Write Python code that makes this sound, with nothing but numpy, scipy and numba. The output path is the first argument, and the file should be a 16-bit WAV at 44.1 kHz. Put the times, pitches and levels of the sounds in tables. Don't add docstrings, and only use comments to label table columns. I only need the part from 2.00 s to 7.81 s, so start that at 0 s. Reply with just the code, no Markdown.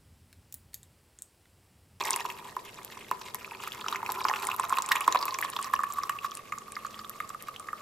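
import sys
import numpy as np
from scipy import signal
from scipy.fft import rfft, irfft, next_fast_len
from scipy.io import wavfile
from numba import njit

SR = 44100
rng = np.random.default_rng(int(sys.argv[2]) if len(sys.argv) > 2 else 0)


def volts_from_db(level):
    exponent = np.asarray(level, float) / 20
    return 10 ** exponent


def output_pcm(signal):
    pcm = np.clip(np.atleast_2d(signal).T, -1, 1) * 32767
    wavfile.write(sys.argv[1], SR, np.round(pcm).astype(np.int16))


N = 256309


def rms_one(x):
    return x / np.sqrt(np.mean(x ** 2) + 1e-20)


def in_time(rows):
    s, *columns = np.transpose(rows)
    return [np.interp(np.arange(N) / SR, s, c) for c in columns]


def at_hz(points):
    hz = np.arange(N // 2 + 1) * SR / N + 1
    table_hz, values = np.array(points).T
    return np.interp(np.log(hz), np.log(table_hz + 1), values)


def filtered(x, order, hz, kind):
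    return signal.sosfilt(signal.butter(order, hz, kind, fs=SR, output="sos"), x)


def drift(corner_hz):
    r = np.exp(-2 * np.pi * corner_hz / SR)
    return rms_one(signal.lfilter([1], [1, -2 * r, r * r], rng.standard_normal(N + SR))[SR:])


def grains(per_s, spread_db, most=3.34):
    sizes = volts_from_db(spread_db * np.minimum(rng.exponential(1, N), most)) * rng.choice([-1, 1], N)
    return sizes * (rng.random(N) < per_s / SR)


def ring(clicks, hz, t60_s):
    r, w = volts_from_db(-60 / (t60_s * SR)), 2 * np.pi * hz / SR
    return signal.lfilter([0, np.sin(w)], [1, -2 * r * np.cos(w), r * r], clicks + 1e-18)


def dealt_rings(clicks, low_hz, high_hz, cycles, count):
    dealt = rng.integers(0, count, N)
    pitches_hz = np.geomspace(low_hz, high_hz, count)
    return sum(ring(clicks * (dealt == k), hz, cycles / hz) for k, hz in enumerate(pitches_hz))


@njit
def sliding_ring(x, w, r):
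    y = np.zeros(len(x))
    for i in range(2, len(x)):
        y[i] = np.sin(w[i]) * x[i - 1] + 2 * r * np.cos(w[i]) * y[i - 1] - r * r * y[i - 2]
    return y


def aftermath(x, t60_s):
    fade = volts_from_db(-60 / (t60_s * SR))
    return signal.lfilter([1 - fade], [1, -fade], np.abs(x))


# (f/Hz, level per Hz/dB)
HUSH_SPECTRUM = [(25, -6), (40, -2.5), (125, 5), (250, -0.5), (450, 4.5), (800, -2.5), (1600, -9.5),
                 (2600, -11.5), (5000, -12.5), (9000, -14.5), (12300, -16), (15500, -26)]
# (f/Hz, correlation/1)
HUSH_LIKENESS = [(60, 0.93), (300, 0.8), (1000, 0.2), (4000, 0.067), (15000, 0.15)]
HUSH_RMS_DB = -54
HUM_HZ, HUM_WAVER_RMS_HZ, HUM_PEAK_DB, HUM_DRIFT_RMS_DB = 218, 3.76, -63, 3.2


def hush():
    mid, side = rfft(rng.standard_normal((2, N))) * volts_from_db(at_hz(HUSH_SPECTRUM))
    alike = np.clip(at_hz(HUSH_LIKENESS), 0, 1)
    noise = rms_one(irfft(np.sqrt(1 + alike) * mid + np.sqrt(1 - alike) * side * [[1], [-1]], N))
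    hum = np.sin(2 * np.pi * np.cumsum(HUM_HZ + HUM_WAVER_RMS_HZ * drift(7.2)) / SR)
    return volts_from_db(HUSH_RMS_DB) * noise + volts_from_db(HUM_PEAK_DB + HUM_DRIFT_RMS_DB * drift(1.0)) * hum


KITCHEN_T60_S, WALL_CUT_HZ, KITCHEN_DB = 0.55, 5700, -23.5


def kitchen(x):
    size = next_fast_len(N + SR)
    turn = np.exp(-2j * np.pi * np.arange(size // 2 + 1) / size)
    dull = np.exp(-2 * np.pi * WALL_CUT_HZ / SR)
    wall = (1 - dull) / (1 - dull * turn)
    out = np.zeros((2, size // 2 + 1), complex)
    for k, lag in enumerate((np.geomspace(.007, .033, 16) * SR).astype(int)):
        loop = volts_from_db(-60 * lag / SR / KITCHEN_T60_S) * wall * turn ** lag
        out[k % 2] += loop / (1 - loop) * (-1) ** (k // 2)
    return volts_from_db(KITCHEN_DB) * irfft(out * rfft(x, size), size)[:, :N]


TABLE_T60_S, TABLE_DB = 0.035, -6


def table_top(x):
    t = np.arange(round(TABLE_T60_S * SR)) / SR
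    tails = rng.standard_normal((2, len(t))) * volts_from_db(-60 * t / TABLE_T60_S)
    tails = volts_from_db(TABLE_DB) * tails / np.linalg.norm(tails, axis=1, keepdims=True)
    return filtered(signal.fftconvolve(x[None], tails, axes=1)[:, :N], 1, 2000, "high")


# (f/Hz, level/dB)
LEFT_LOUDER = [(300, 2), (2400, -2.5), (5000, -0.5), (13000, 4.5)]
# (f/Hz, phase/rad)
LEFT_LEADS = [(1500, 0.026), (3000, 0.83), (4500, 0.06), (8000, 0.97), (10500, 1.64), (14000, 0.6)]
SPOT_SCATTER_RAD = 0.28


def two_ports(x):
    half = volts_from_db(at_hz(LEFT_LOUDER) / 2) * np.exp(.5j * at_hz(LEFT_LEADS))
    both = rfft(x) * np.array([half, 1 / half])
    turn = SPOT_SCATTER_RAD * drift(34.0) * [[1], [-1]]
    treble = both * np.clip(at_hz([(1300, 0.), (2200, 1.0), (15000, 0.44)]), 0, 1)
    return irfft(both, N) + irfft(treble, N) * (np.cos(turn) - 1) + irfft(1j * treble, N) * np.sin(turn)


# (t/s, level/dB)
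WASH_LEVEL = [(0, -16), (1.7, -17), (2.9, -20), (3.2, -12.5), (3.6, -16.5), (4, -29), (5.81, -12.5)]


def slosh(churn):
    wash = filtered(rng.standard_normal(N), 2, [320., 760.], "band")
    return volts_from_db(in_time(WASH_LEVEL)[0]) * churn * rms_one(wash)


# (t/s, level/dB)
HOLLOW_LEVEL = [(0, -28.5), (1.2, -21), (2.3, -28), (3.2, -36), (5.81, -65)]


def hollow(push):
    return volts_from_db(in_time(HOLLOW_LEVEL)[0]) * ring(push, hz=393.7, t60_s=0.12)


# (f/Hz, level/dB, t60/s)
GLASS_MODES = [(1761, -21, 0.078), (1890, -18, 0.046), (2645, -29, 0.058)]


def glass(push):
    return sum(volts_from_db(level_db) * ring(push, hz, t60_s) for hz, level_db, t60_s in GLASS_MODES)


# (t/s, f/Hz, spread/share of f)
AIR_COLUMN = [(0, 966, 0.11), (1.5, 998, 0.17), (2.3, 1027, 0.17), (3.2, 1036, 0.097), (4, 1132, 0.042),
              (5.81, 1165, 0.041)]


def column_pitch():
    hz, spread = in_time(AIR_COLUMN)
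    return 2 * np.pi * hz / SR, spread


def rim(x):
    w, spread = column_pitch()
    r = np.exp(-np.pi * 260. / SR)
    lower = sliding_ring(x, w * (1 - 0.52 * spread), r)
    upper = sliding_ring(x, w * (1 + 1.95 * spread), r)
    return 2 * (1 - r) * (lower - upper)


def air_column(push, t60_s):
    w, spread = column_pitch()
    r = volts_from_db(-60 / (t60_s * SR))
    main = sliding_ring(push, w, r)
    below = sliding_ring(push, w * (1 - spread), r)
    above = sliding_ring(push, w * (1 + spread), r)
    return rim(main + 0.19 * below + 0.37 * above)


# (f/Hz, level/dB)
SNAP_SPECTRUM = [(600, -79), (1500, 1.5), (2500, 2), (3600, 0), (6000, -1), (8000, 1), (9700, -5.5),
                 (11300, 1.5), (12500, 4.5), (13800, -4.5), (15500, 7)]


def snap_colour(x):
    cepstrum = irfft(np.log(volts_from_db(at_hz(SNAP_SPECTRUM))), N)
    cepstrum[1:N // 2] *= 2
    cepstrum[N // 2 + 1:] = 0
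    return irfft(rfft(x) * np.exp(rfft(cepstrum)), N)


def fizz(stir, clumps):
    busy = volts_from_db(5.0 * clumps + 5.0 * drift(40.))
    bubble_clicks = grains(500.0 * busy, spread_db=4.5, most=2.5)
    rings = rms_one(dealt_rings(bubble_clicks, 1900.0, 14000.0, cycles=25.0, count=18))
    film_clicks = grains(35. * busy, spread_db=5.5, most=2.5)
    ticks = rms_one(dealt_rings(film_clicks, 2500.0, 15400.0, cycles=5.0, count=12))
    rush = volts_from_db(0.65 * clumps) * rng.standard_normal(N)
    return stir * snap_colour(rings + 0.49 * ticks + 0.19 * rush)


def gurgle(stir, clumps):
    beats = grains(320. * volts_from_db(6. * clumps), spread_db=3.5, most=3.)
    bubbles = rms_one(rim(dealt_rings(beats, 681.0, 1470.0, cycles=46.0, count=10)))
    ticks = rms_one(snap_colour(beats))
    return stir * (rms_one(air_column(beats, t60_s=0.028)) + 0.5 * bubbles + 0.27 * ticks)


def blips(events, cycles, rise, swell_cycles, gain_db):
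    out, chance = np.zeros(N + SR), rng.standard_normal(len(events))
    for (s, peak_db, hz), rings, steeper in zip(events, np.broadcast_to(cycles, len(events)), chance):
        turns = np.arange(SR // 10) * hz / SR
        shape = (1 - np.exp(-turns / swell_cycles)) * volts_from_db(-60 * turns / rings)
        climb = np.minimum(turns, rings / 2)
        bend = rise * np.exp(0.404 * steeper) * climb * (2 * turns - climb)
        at = round(s * SR)
        out[at:at + len(turns)] += volts_from_db(peak_db + gain_db) * shape / shape.max() * np.sin(2 * np.pi * (turns + bend))
    return out[:N]


def impacts(events, gain_db):
    out = np.zeros(N)
    for (s, peak_db, hz), chance in zip(events, rng.standard_normal(len(events))):
        out[round(s * SR)] += volts_from_db(peak_db + gain_db + 3. * chance)
    return out


# (t/s, level/dB, f/Hz)
PLOPS = [(0.014, -36, 950), (0.039, -30.5, 940), (0.108, -25, 980), (0.132, -27, 990), (0.162, -23.5, 990),
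         (0.2, -32, 1000), (0.251, -18, 975), (0.566, -18.5, 1010), (0.787, -33.5, 1090),
         (0.971, -31, 1020), (1.113, -12.5, 1014), (1.213, -31, 984), (1.347, -26.5, 993),
         (1.476, -36, 1210), (1.518, -27, 930), (1.55, -33.5, 1030), (1.6, -33.5, 1120), (1.635, -33, 1240),
         (1.674, -25, 1240), (1.842, -28.5, 1310), (1.862, -22.5, 1230), (1.884, -24.5, 994),
         (1.925, -20, 1170), (1.946, -23.5, 1190), (2.029, -19.5, 926), (2.091, -19, 1020),
         (2.097, -19, 856), (2.214, -22, 1055), (2.251, -10.5, 1060), (2.284, -21.5, 1020),
         (2.312, -17, 1070), (2.337, -18, 1090), (2.488, -22, 1110), (2.596, -13, 1034), (2.638, -17, 1060),
         (2.704, -17.5, 1060), (2.725, -10.5, 1063), (2.773, -21, 1130), (2.784, -15.5, 1025),
         (2.889, -24.5, 1100), (2.912, -14.5, 1070), (2.954, -17, 990), (2.967, -19, 1085),
         (3.007, -23, 1110), (3.078, -4.5, 1030), (3.147, -12, 1040), (3.155, -8.5, 1000),
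         (3.226, -20, 1000), (3.255, -24, 1050), (3.279, -27, 1190), (3.386, -22.5, 1060),
         (3.446, -20, 1096), (3.565, -17.5, 954), (3.589, -19, 1210), (3.7362, -6, 1074),
         (3.791, -13.5, 1176), (3.804, -18, 1060), (3.8352, -13.5, 1120), (3.984, -15, 1110),
         (4, -25, 1150), (4.034, -17.5, 1130), (4.095, -11, 1113), (4.245, -12, 1130), (4.317, -28, 1210),
         (4.5225, -18.5, 1176), (4.534, -24, 1190), (4.577, -26, 1150), (4.68, -31.5, 1200),
         (4.767, -21.5, 1200), (4.848, -18.5, 1170), (4.867, -26, 1220), (4.991, -26.5, 1225),
         (5.045, -29.5, 1226), (5.1, -31.5, 1230), (5.2025, -19, 1220), (5.302, -23.5, 1166),
         (5.346, -23.5, 1214), (5.484, -22, 1200), (5.598, -30.5, 1200), (5.685, -22, 1200),
         (5.73, -18, 1220)]
# (t/s, level/dB, f/Hz)
BUBBLES = [(0.0127, -25.5, 4030), (0.015, -26.5, 2380), (0.038, -25, 5750), (0.071, -28, 7640),
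           (0.073, -28, 2240), (0.107, -8.5, 8300), (0.1318, -16, 5550), (0.1404, -22, 2680),
           (0.1616, -12, 10100), (.198, -29, 2440), (0.206, -33, 3200), (.301, -29, 2540),
           (.848, -21, 13000), (1.112, -37, 11900), (1.2135, -33.5, 5030), (1.346, -14, 11500),
           (1.4461, -28.5, 2300), (1.511, -32.5, 2340), (1.549, -34, 2420), (1.636, -33, 2450),
           (1.6734, -32.5, 2370), (1.679, -25, 11600), (1.72, -25.5, 3130), (1.811, -36.5, 3300),
           (1.8835, -22.5, 2870), (1.884, -22, 5600), (1.9267, -25, 3700), (1.9576, -25.5, 1894),
           (2.062, -25, 2360), (2.1202, -14.5, 12900), (2.207, -30, 2270), (2.243, -22.5, 4850),
           (2.252, -29, 2280), (2.2844, -23, 2880), (2.285, -20.5, 4840), (2.295, -26.5, 813),
           (2.3374, -23, 2550), (2.3606, -27, 2830), (2.426, -29, 9500), (2.452, -22, 9700),
           (2.4704, -15, 8800), (2.515, -21.5, 2610), (2.5463, -27, 11900), (2.564, -20.5, 12500),
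           (2.598, -18.5, 8500), (2.696, -20.5, 8000), (2.785, -23, 3840), (2.786, -25.5, 8250),
           (2.822, -17, 7200), (2.862, -22, 7540), (2.8893, -20.5, 8600), (2.9171, -11.5, 1835),
           (2.916, -32, 7800), (2.9573, -20, 10800), (2.958, -20.5, 2280), (3.0076, -16.5, 10300),
           (3.078, -19.5, 8060), (3.1247, -20, 3880), (3.1247, -15.5, 6250), (3.1475, -27, 2300),
           (3.147, -28.5, 703), (3.1722, -23.5, 3940), (3.19, -25, 5160), (3.213, -27, 4600),
           (3.2271, -20.5, 4400), (3.255, -14, 12600), (3.281, -25.5, 2320), (3.3084, -26, 4250),
           (3.343, -19, 5800), (3.387, -21.5, 7400), (3.388, -25.5, 2220), (3.414, -15.5, 12400),
           (3.4258, -19, 1850), (3.4448, -26, 8600), (3.5009, -21.5, 9820), (3.5645, -22.5, 3210),
           (3.627, -22.5, 8500), (3.644, -26, 5200), (3.7367, -24, 1600), (3.753, -29, 5460),
           (3.763, -28.5, 2700), (3.8353, -29, 1690), (3.835, -27, 9100), (3.9235, -24.5, 7350),
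           (3.937, -22, 12400), (4.0345, -24.5, 5300), (4.0938, -28.5, 2700), (4.1879, -27.5, 2600),
           (4.311, -30, 5740), (4.317, -32.5, 3170), (4.352, -23.5, 8900), (4.372, -25, 8650),
           (4.5218, -27.5, 2010), (4.585, -27, 6900), (4.721, -26, 8560), (4.755, -30.5, 4750),
           (4.766, -28.5, 1970), (4.866, -30, 6760), (4.944, -33, 3100), (4.992, -31, 4620),
           (5.0465, -34, 3340), (5.0959, -18.5, 12200), (5.2022, -27, 2050), (5.2926, -29.5, 7400),
           (5.4244, -24.5, 11500), (5.5619, -30.5, 3000), (5.597, -27, 8600), (5.687, -31, 1850)]
# (t/s, level/dB, f/Hz)
CHIRPS = [(2.769, -28, 2290), (2.886, -31.5, 1980), (2.922, -28.5, 1890), (2.964, -26, 2330),
          (3.009, -25, 1995), (3.04, -33, 2500), (3.428, -28, 1910)]


def splashes():
    trapped = blips(PLOPS, 21, rise=0.00028, swell_cycles=.03, gain_db=-1.0)
    plops = 0.99 * rim(trapped) + 0.13 * filtered(trapped, 2, 600., "high")
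    cycles = 23 * (np.array(BUBBLES)[:, 2] / 2000.0) ** -.45
    bubbles = blips(BUBBLES, cycles, rise=0.00575, swell_cycles=.5, gain_db=1.5)
    chirps = blips(CHIRPS, 45., rise=0.017, swell_cycles=4., gain_db=-3.)
    snaps = snap_colour(impacts(PLOPS, gain_db=-7.0) + impacts(BUBBLES, gain_db=-5))
    column = air_column(plops + 19.7 * bubbles + 3.2 * snaps, t60_s=0.2)
    return plops + volts_from_db(-60.0) * column, bubbles + chirps + snaps


# (t/s, gurgle level/dB, fizz level/dB)
POUR_LEVELS = [(0, -33, -34.5), (.15, -40, -41.5), (.35, -51, -53), (1, -56, -52.5), (1.7, -51.5, -50),
               (1.9, -43.5, -49), (2.3, -39.5, -43), (3.1, -42, -48.5), (3.6, -44, -46), (3.9, -40, -55),
               (4.5, -52, -56), (5.81, -51.5, -57)]


def scene():
    gurgle_db, fizz_db = in_time(POUR_LEVELS)
    clumps = drift(22.)
    low, high = splashes()
    churn = aftermath(low, t60_s=0.038)
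    murmur = gurgle(volts_from_db(gurgle_db) + volts_from_db(-11.0) * churn, clumps)
    froth_stir = volts_from_db(fizz_db - 2.5) + volts_from_db(-22.5) * churn + volts_from_db(-7.0) * aftermath(high, t60_s=0.013)
    froth = fizz(froth_stir, clumps)
    pour = slosh(churn + 1.01 * volts_from_db(gurgle_db)) + murmur + low + high + froth
    pour += hollow(low + 1.2 * murmur)
    pour += glass(volts_from_db(-7.5) * low + volts_from_db(-24.0) * (high + froth))
    pour = filtered(pour, 2, 117, "high")
    return two_ports(pour) + table_top(pour) + kitchen(pour) + hush()


def top_cut(x):
    return signal.sosfilt(signal.butter(12, 16670, fs=SR, output="sos"), x)


def record(dry):
    mix = filtered(dry, 8, 14200, "low")
    return top_cut(mix)


dry = scene()
out = record(dry)
output_pcm(out)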